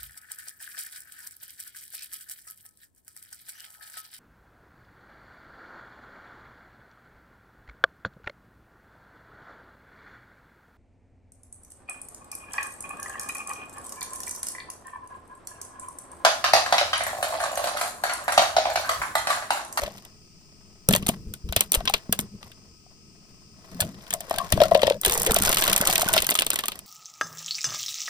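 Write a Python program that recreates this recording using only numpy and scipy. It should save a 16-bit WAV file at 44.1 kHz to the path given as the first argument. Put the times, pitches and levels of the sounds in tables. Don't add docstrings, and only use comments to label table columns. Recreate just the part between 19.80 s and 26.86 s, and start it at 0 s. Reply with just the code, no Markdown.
import sys
import numpy as np
from scipy import signal
from scipy.fft import rfft, irfft, next_fast_len
from scipy.io import wavfile
from scipy.ndimage import map_coordinates

SR = 44100
rng = np.random.default_rng(int(sys.argv[2]) if len(sys.argv) > 2 else 0)


def level_to_linear(level):
    exponent = np.asarray(level, float) / 20
    return 10 ** exponent


def file_out(sig):
    cols = np.atleast_2d(sig).T
    lim = np.clip(cols, -1, 1)
    pcm = np.round(lim * 32767).astype(np.int16)
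    wavfile.write(sys.argv[1], SR, pcm)


N = 311346

# frequency in Hz, relative level in dB.
AIR_SPECTRUM = [(60, 2), (150, 2.5), (420, -7), (520, -25), (1200, -23), (1800, -30.5), (2500, -12.5),
                (3900, -26), (5000, -5), (6500, -15), (8500, -17), (11000, -41), (16300, -43)]
# frequency in Hz, relative level in dB.
WHINES = [(1270, -65.5), (5001, -61), (15003, -61)]
# frequency in Hz, correlation from 0 to 1.
NEAR_ALIKE = [(30, 0.17), (200, 1), (900, 0.99), (1300, 0.32), (6000, 0.46), (8500, 0.99)]
FAR_ALIKE = [(60, 0.079), (400, 0.98), (1500, 0.15), (6000, 0.15), (9000, 1)]
# time in seconds, grinding level in dB.
PRESSURE = [(0, -33.5), (0.1, -43.5), (0.27, -53.5), (0.32, -63), (2.58, -61), (2.65, -44.5), (2.76, -68),
            (3.7, -60.5), (3.97, -45.5), (4.12, -50.5), (4.35, -47.5), (4.62, -42.5), (5.12, -41),
            (5.19, -58), (5.27, -31.5), (5.8, -30), (6.38, -29), (6.45, -38), (6.75, -57), (7.06, -55)]
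# frequency in Hz, relative level in dB.
GRIND_SPECTRUM = [(200, -10), (600, 4.5), (2000, 6), (3800, 5), (6500, 7), (9000, 3), (14000, 3.5),
                  (16300, -16)]
# frequency in Hz, relative level in dB.
RUMBLE_SPECTRUM = [(30, -4.5), (170, -0.5), (208, 4.5), (240, -13.5), (450, -11), (700, -44.5)]
# peak in seconds, relative level in dB, pitch in Hz.
THUDS = [(0.03, -34.5, 51), (1.09, -16, 164.5), (1.229, -28, 189.5), (1.2908, -18, 218), (1.47, -35, 48.3),
         (1.507, -37.5, 90.2), (1.644, -31.5, 53.8), (1.697, -28, 61.4), (1.768, -26.5, 101),
         (2.295, -24.5, 202.4), (1.975, -24.5, 43.7), (2.394, -26.5, 224), (4.018, -30, 91),
         (4.739, -17, 110), (5.28, -29, 50.5), (5.494, -25, 38), (5.513, -22.5, 215), (5.608, -23.5, 211),
         (6.006, -25.5, 204), (6.262, -28, 187), (6.399, -37, 45)]
# start in seconds, end in seconds, mid pitch in Hz, relative level in dB.
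RINGS = [(0.017, 0.124, 585, -34.5), (1.1, 1.227, 186, -25.5), (3.95, 4.08, 174, -37.5),
         (4.05, 4.245, 196.8, -37), (3.994, 4.1, 635, -32.5), (4.332, 4.406, 652, -31),
         (4.404, 4.441, 680, -33.5), (4.508, 4.573, 676, -28), (4.575, 4.693, 683, -32.5),
         (4.597, 4.67, 1088, -27.5), (4.724, 4.83, 112.6, -25), (4.799, 4.904, 636.5, -15),
         (4.913, 4.955, 650, -11), (4.952, 5.037, 619, -17.5), (5.046, 5.09, 555, -17.5),
         (5.078, 5.182, 570, -21), (5.269, 5.326, 417, -25), (5.3, 5.59, 474.5, -33.5),
         (5.466, 5.556, 448, -21), (6.276, 6.36, 1465, -28.5)]
# pitch multiple, level in dB.
RING_MODES = [(1, 1), (1.65, -21), (3.0, -27)]
# peak in seconds, relative treble snap in dB, relative body in dB.
CRACKS = [(0.035, -35, -23.5), (0.062, -47, -26.5), (0.1803, -37, -37), (0.2506, -35, -40),
          (1.088, -6, -16), (1.1088, -15, -16), (1.1267, -12.5, -23.5), (1.135, -17.5, -15.5),
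          (1.1506, -11.5, -13), (1.162, -10, -14), (1.226, -39, -30), (1.2651, -20, -19), (1.269, -20, -56),
          (1.283, -15, -20), (1.2887, -6.5, -14.5), (1.538, -21.5, -31.5), (1.6893, -38.5, -29.5),
          (1.725, -25, -23), (1.7634, -6.5, -12.5), (1.792, -33, -27), (1.8076, -4.5, -12.5),
          (1.9197, -5, -19.5), (1.9322, -17.5, -25.5), (1.941, -14.5, -11.5), (1.9487, -5.5, -15),
          (2.005, -42, -30), (2.0546, -23, -22), (2.0756, -28, -12), (2.085, -37.5, -26),
          (2.097, -16.5, -23.5), (2.1386, -14.5, -8.5), (2.1527, -29.5, -29), (2.3258, -7.5, -14.5),
          (2.3902, -17.5, -19.5), (2.402, -21, -59), (2.41, -27.5, -48), (2.629, -50, -35.5),
          (2.7167, -45, -41), (3.772, -77, -61), (4.005, -7.5, -13.5), (4.009, -11, -39),
          (4.019, -25.5, -19), (4.144, -75, -44), (4.209, -71, -40), (4.2666, -44, -38), (4.3062, -21, -25),
          (4.3284, -23.5, -22), (4.3381, -12.5, -20.5), (4.4062, -23.5, -31.5), (4.4971, -31, -34),
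          (4.51, -25.5, -20), (4.5404, -31, -25.5), (4.561, -29, -29.5), (4.585, -15, -16),
          (4.691, -48, -44), (4.7229, -6, -11), (4.7744, -32, -27), (4.803, -31, -17), (4.8167, -19, -13.5),
          (4.836, -17, -12), (4.912, -32.5, -28), (4.9481, -22.5, -12.5), (4.994, -37.5, -21.5),
          (5.018, -25.5, -17.5), (5.0315, -21, -15.5), (5.0694, -22, -14), (5.0992, -23.5, -17),
          (5.12, -42.5, -29.5), (5.214, -17, -43), (5.234, -28, -22), (5.2496, -7.5, -11),
          (5.2611, -7.5, -11), (5.285, -22.5, -23), (5.2973, -16, -13.5), (5.31, -18.5, -25),
          (5.3236, -15.5, -21), (5.339, -15.5, -28), (5.348, -15.5, -35), (5.377, -12, -36),
          (5.399, -16, -49), (5.4185, -13, -47), (5.432, -15.5, -28), (5.448, -19.5, -53),
          (5.464, -12, -14), (5.471, -13.5, -16), (5.509, -15.5, -15), (5.5187, -13, -17.5),
          (5.5443, -13, -50), (5.563, -11.5, -11), (5.587, -15, -21.5), (5.622, -10, -17.5),
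          (5.634, -16.5, -21), (5.6504, -16, -25), (5.6627, -15, -31.5), (5.679, -23.5, -10.5),
          (5.693, -12, -16.5), (5.7145, -12.5, -22), (5.729, -11.5, -19.5), (5.7454, -12.5, -19.5),
          (5.771, -17, -13.5), (5.785, -12.5, -17.5), (5.7911, -15, -57), (5.8108, -13, -26),
          (5.823, -14.5, -12), (5.839, -10.5, -19), (5.852, -18, -18.5), (5.868, -16, -19),
          (5.879, -12, -13), (5.898, -13.5, -14), (5.9307, -8.5, -14), (5.963, -9.5, -16),
          (5.979, -10, -18.5), (6.013, -10.5, -14.5), (6.053, -24.5, -36), (6.073, -6.5, -15),
          (6.1, -12, -19.5), (6.1274, -10.5, -19), (6.1348, -14, -33), (6.157, -10, -12),
          (6.1804, -13, -15.5), (6.2114, -14, -19), (6.2204, -10.5, -20), (6.2876, -8.5, -14.5),
          (6.3308, -13, -23), (6.3376, -9, -17), (6.365, -15.5, -9.5), (6.3788, -20, -12.5),
          (6.403, -21, -31), (6.4217, -12.5, -18), (6.445, -21, -21), (6.4678, -11, -21),
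          (6.491, -15, -8.5), (6.502, -14.5, -25.5), (6.5083, -7, -17), (6.5177, -31, -17),
          (6.542, -18.5, -32), (6.553, -11, -13), (6.558, -16, -34), (6.575, -24, -28.5),
          (6.5891, -15.5, -14.5), (6.597, -12.5, -36), (6.6083, -27, -22.5), (6.6205, -18, -16.5),
          (6.646, -30, -45), (6.6658, -14, -17.5), (6.703, -10, -20), (6.7146, -40.5, -19.5),
          (6.733, -19, -20), (6.741, -22.5, -34), (6.7585, -13, -17), (6.7892, -13.5, -15.5),
          (6.807, -26, -28), (6.8378, -29, -16.5), (6.857, -18, -25.5), (6.883, -13.5, -18.5),
          (6.919, -29.5, -23.5), (6.956, -29.5, -32.5), (6.991, -28, -32.5)]
# low edge in Hz, high edge in Hz, typical t60 in seconds, echo over burst in dB.
CRACK_BANDS = [(6410, 13850, 0.012, -23.5), (2660, 3490, 0.038, -12.5), (830, 1600, 0.036, -23.5),
               (233, 1290, 0.043, -23)]
# peak in seconds, relative level in dB, cavity pitch in Hz.
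KNOCKS = [(0.035, -22.5, 577), (0.079, -22.5, 610), (1.089, -15, 525), (1.112, -19.5, 630),
          (1.152, -15, 584), (1.268, -28.5, 743), (1.297, -19.5, 674), (1.726, -23.5, 650),
          (1.766, -21.5, 650), (1.958, -24, 570), (2.009, -21.5, 681), (2.1, -18, 770), (2.328, -24, 653),
          (3.065, -47, 704), (4.028, -22.5, 640), (4.512, -13, 657), (4.726, -15.5, 613),
          (4.778, -13.5, 620), (4.819, -2.5, 587), (4.92, -7, 617), (4.953, -4, 585), (5.034, -4.5, 540),
          (5.08, -6.5, 570), (5.11, -10, 520), (5.567, -8.5, 650), (5.883, -19.5, 550), (6.096, -16, 740),
          (6.232, -16, 710), (6.367, -16, 627)]
# pitch multiple, level in dB, t60 in seconds.
CAVITY_MODES = [(1, -2, 0.02), (1.029, -13, 0.05), (1.65, -14, 0.015)]
# time in seconds, lean in dB.
LEAN = [(0, 3.5), (4.2, 6), (5, 9.8), (5.4, 0.63)]
# frequency in Hz, share from 0 to 1.
LEAN_SHAPE = [(350, 0.38), (1300, 1), (2200, 0.24), (5000, 1), (8500, 0.014)]

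PORT_LAG_S = 10 / SR
LEAD_S = 0.006
LUMPS_DB, KNOCK_SCATTER_DB = 4.5, 2
RATTLE_DB, RATTLE_RISE_S, RATTLE_T60_S = -22, 0.0072, 0.25
SNAPS_DB_PER_DB = 0.44
SHUDDER_THUD_DB, SHUDDER_KNOCK_DB, SHUDDER_RISE_S, SHUDDER_T60_S = -10.5, -32, 0.014, 0.58
RUMBLE_DB, RUMBLE_DB_PER_DB = -52, 0.6
TEAR_S, TEAR_DB_PER_DB = 0.0003, 0.3
CAVITY_HZ, CAVITY_WIDTH_HZ, CAVITY_DB = 650, 44, 2


def unit(x):
    return x / np.sqrt(np.mean(x ** 2) + 1e-20)


def along(points, hz):
    f, v = np.transpose(points)
    return np.interp(np.log(hz + 1), np.log(f + 1), v)


def curves(rows):
    s, *cols = np.transpose(rows)
    return [np.interp(np.arange(N) / SR, s, c) for c in cols]


def wobble(rate_hz):
    knots = rng.standard_normal(int(N * rate_hz / SR) + 4)
    return map_coordinates(knots, [np.arange(N) * rate_hz / SR])


def filtered(x, response):
    m = next_fast_len(N + 8192)
    return irfft(rfft(x, m) * response(np.fft.rfftfreq(m, 1 / SR)), m)[..., :N]


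def pair(gain, alike):
    def mid_side(hz):
        turn = np.arccos(np.clip(along(alike, hz), 0, 1)) / 2
        return gain(hz) * [np.cos(turn), np.sin(turn)]

    mid, side = filtered(rng.standard_normal((2, N)), mid_side)
    return unit(np.array([mid + side, mid - side]))


def band(low_hz, high_hz):
    return lambda hz: 1 / np.sqrt((1 + (low_hz / (hz + 1)) ** 8) * (1 + (hz / high_hz) ** 8))


def blow(length_s, rise_s, t60_s):
    t = np.arange(round(length_s * SR)) / SR - LEAD_S
    return t, np.where(t < 0, np.exp(t / rise_s), level_to_linear(-60 * t / t60_s))


def add(track, s, sound):
    part = track[..., max(round((s - LEAD_S) * SR), 0):][..., :sound.shape[-1]]
    part += sound[..., :part.shape[-1]]


def aftermath(events, over_db, rise_s, t60_s):
    s, db = np.transpose(events)
    t = np.arange(2 * SR) / SR
    kicks = np.bincount((s * SR).astype(int), level_to_linear(2 * (db + over_db)), N)
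    decay = (1 - np.exp(-t / rise_s)) * level_to_linear(-120 * t / t60_s)
    return abs(signal.fftconvolve(kicks, decay)[:N])


def air():
    t = np.arange(N) / SR
    whines = np.zeros(N)
    for hz, db in WHINES:
        level = level_to_linear(db - 7.5 + 0.94 * wobble(19))
        whines += level * np.sin(2 * np.pi * hz * t + 0.5 * wobble(42))
    noise = pair(lambda hz: level_to_linear(along(AIR_SPECTRUM, hz)), FAR_ALIKE)
    return level_to_linear(-54.5 + 0.36 * wobble(2.0)) * noise + whines


def chips():
    when, pitch, size, place = rng.random((round(500 * N / SR), 4)).T
    hz = 350 * 16 ** pitch
    t = np.arange(700) / SR
    decay = level_to_linear(-60 * t * hz[:, None] / 9)
    ring = np.sin(2 * np.pi * hz[:, None] * t) * decay * (1 - np.exp(-t / 0.00089))
    weight = level_to_linear(along(GRIND_SPECTRUM, hz)) * np.sqrt(hz) * np.minimum(size ** -0.8, 12)
    ring *= weight[:, None]
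    index = ((when * N).astype(int)[:, None] + np.arange(len(t))).ravel()
    lean = (2 * place - 1) * pitch
    ports = [np.bincount(index, (ring * (1 + side * lean)[:, None]).ravel())[:N] for side in (1, -1)]
    return unit(np.array(ports))


def snap_crackle():
    when, size = rng.random((round(160 * N / SR), 2)).T
    snaps = np.bincount((when * N).astype(int), np.minimum(size ** -1.3, 60), N)
    decay = level_to_linear(-120 * np.arange(SR // 20) / SR / 0.013)
    power = signal.fftconvolve(snaps, decay)[:N]
    return unit(np.sqrt(abs(power))) * pair(lambda hz: level_to_linear(along(GRIND_SPECTRUM, hz)), NEAR_ALIKE)


def scrape_noise():
    def gain(hz):
        modes = [1 / (1 + ((hz - k * CAVITY_HZ) / CAVITY_WIDTH_HZ) ** 2) for k, _ in RING_MODES]
        cavity = 1 + level_to_linear(CAVITY_DB) * sum(modes)
        return level_to_linear(along(GRIND_SPECTRUM, hz)) / (hz + 1) ** 0.72 * cavity

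    grit = unit(level_to_linear(4.5 * wobble(90) + 2.5 * wobble(11)))
    return grit * pair(gain, NEAR_ALIKE)


def grinding():
    bodies = [(s, body_db) for s, _, body_db in CRACKS]
    rattle = aftermath(bodies, RATTLE_DB, RATTLE_RISE_S, RATTLE_T60_S)
    pressure_db, = curves(PRESSURE)
    pieces = level_to_linear(-5.5) * chips() + level_to_linear(-1.0) * snap_crackle()
    pieces *= level_to_linear(SNAPS_DB_PER_DB * (pressure_db + 29.5))
    return np.sqrt(level_to_linear(2 * pressure_db) + rattle) * (level_to_linear(-2.5) * scrape_noise() + pieces)


def tyre():
    thuds = np.zeros(N)
    for s, db, hz in THUDS:
        t, shape = blow(0.25, 0.06 / hz, min(5.85 / hz, 0.09))
        add(thuds, s - min(0.057 / hz, 0.003), level_to_linear(db + 8.5) * shape * -np.sin(2 * np.pi * hz * t))
    pressure_db, = curves(PRESSURE)
    steady = level_to_linear(2 * (RUMBLE_DB + RUMBLE_DB_PER_DB * (pressure_db + 46.5)))
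    blows = [(s, db + SHUDDER_THUD_DB) for s, db, _ in THUDS]
    blows += [(s, db + SHUDDER_KNOCK_DB) for s, db, _ in KNOCKS]
    shudder = aftermath(blows, 0, SHUDDER_RISE_S, SHUDDER_T60_S)
    lumps = np.sqrt(steady + shudder) * level_to_linear(LUMPS_DB * wobble(18))
    return thuds + lumps * pair(lambda hz: level_to_linear(along(RUMBLE_SPECTRUM, hz)), NEAR_ALIKE)


def ringing():
    out = np.zeros(N)
    throbs = [0.9 + 0.7 * (wobble(190) + 1j * wobble(190)) for _ in RING_MODES]
    for start, end, hz, db in RINGS:
        span = slice(round(start * SR), round(end * SR))
        u = np.linspace(0, 1, span.stop - span.start)
        attack = np.minimum(u * (end - start) / 0.004, 1)
        envelope = attack * level_to_linear(-20 * u) * np.minimum(8 * (1 - u), 1)
        turns = np.cumsum(hz * (1 + 0.03 * (0.5 - u))) / SR
        for throb, (k, mode_db) in zip(throbs, RING_MODES):
            ring = np.real(throb[span] * np.exp(2j * np.pi * k * turns))
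            out[span] += level_to_linear(db + mode_db) * envelope * ring
    return out


def cracks():
    luck = rng.standard_normal((len(CRACKS), 9))
    power, shards = np.zeros((len(CRACK_BANDS), N)), np.zeros(N)
    pressure_db, = curves(PRESSURE)
    for (s, snap_db, body_db), (life, rise, tilt, chunk, *pitch) in zip(CRACKS, luck):
        colour_db = 3.5 * np.array([0, tilt, -tilt, chunk])
        levels_db = colour_db + [snap_db, body_db - 6.5, body_db - 21.5, body_db - 15.5]
        rise_spread, life_spread = np.exp([0.5, 0.35] * np.tanh([rise, life]))
        tear_s = TEAR_S * level_to_linear(TEAR_DB_PER_DB * (pressure_db[round(s * SR)] + 52.5)) * rise_spread
        for track, db, (_, _, t60_s, echo_db) in zip(power, levels_db, CRACK_BANDS):
            t, shape = blow(0.1, min(tear_s + t60_s / 70, LEAD_S / 3), t60_s * life_spread)
            echo = level_to_linear(echo_db - 60 * t / 0.11) * (t > 0)
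            add(track, s + t60_s / 60, level_to_linear(2 * db - 1.5) * (shape ** 2 + echo ** 2))
        pitch_spread = np.exp([0.25, 0.091, 0.17, 0.07, 0.038] * np.array(pitch))
        shard_hz = [1863, 3345, 4630, 8350, 13970] * pitch_spread
        for db, hz in zip([body_db] * 3 + [snap_db] * 2, shard_hz):
            t, shape = blow(0.058, min(tear_s, LEAD_S / 4), 0.006 + 60 / hz)
            add(shards, s, level_to_linear(db - 10) * shape * np.sin(2 * np.pi * min(hz, 16000) * t))
    stutter = unit(level_to_linear(3 * wobble(600)))
    bursts = np.zeros((2, N))
    for p, (low_hz, high_hz, *_) in zip(power, CRACK_BANDS):
        bursts += stutter * np.sqrt(p) * pair(band(low_hz, high_hz), NEAR_ALIKE)
    return bursts + shards


def hollow_knocks():
    out = np.zeros(N)
    luck = rng.standard_normal((len(KNOCKS), len(CAVITY_MODES)))
    for (s, db, hz), scatter in zip(KNOCKS, luck):
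        for (k, mode_db, t60_s), e in zip(CAVITY_MODES, scatter):
            t, shape = blow(0.2, 0.0012, t60_s)
            level = level_to_linear(db + mode_db + KNOCK_SCATTER_DB * e)
            add(out, s, level * shape * -np.cos(2 * np.pi * hz * k * t))
    return out


def scene():
    return air() + grinding() + tyre() + ringing() + cracks() + hollow_knocks()


def band_limit(x):
    return signal.sosfilt(signal.butter(12, 16770, fs=SR, output="sos"), x)


def record(dry):
    middle = filtered(dry, lambda hz: np.clip(along(LEAN_SHAPE, hz), 0, 1))
    lean_db, = curves(LEAN)
    x = dry + (level_to_linear(lean_db * [[0.5], [-0.5]]) - 1) * middle

    def ports(hz):
        late_rad = along([(1200, 0.74), (3000, 1)], hz) * (2 * np.pi * hz * PORT_LAG_S - 0.45)
        favour_db = along([(750, 0), (1200, 1.5), (2600, 0.079)], hz)
        return (hz < 16500) * np.exp((np.log(level_to_linear(favour_db)) - 0.5j * late_rad) * [[1], [-1]])

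    x = filtered(x, ports)
    mix = x / (1 + abs(x) ** 6) ** (1 / 6)
    return band_limit(mix)


dry = scene()
out = record(dry)
file_out(out)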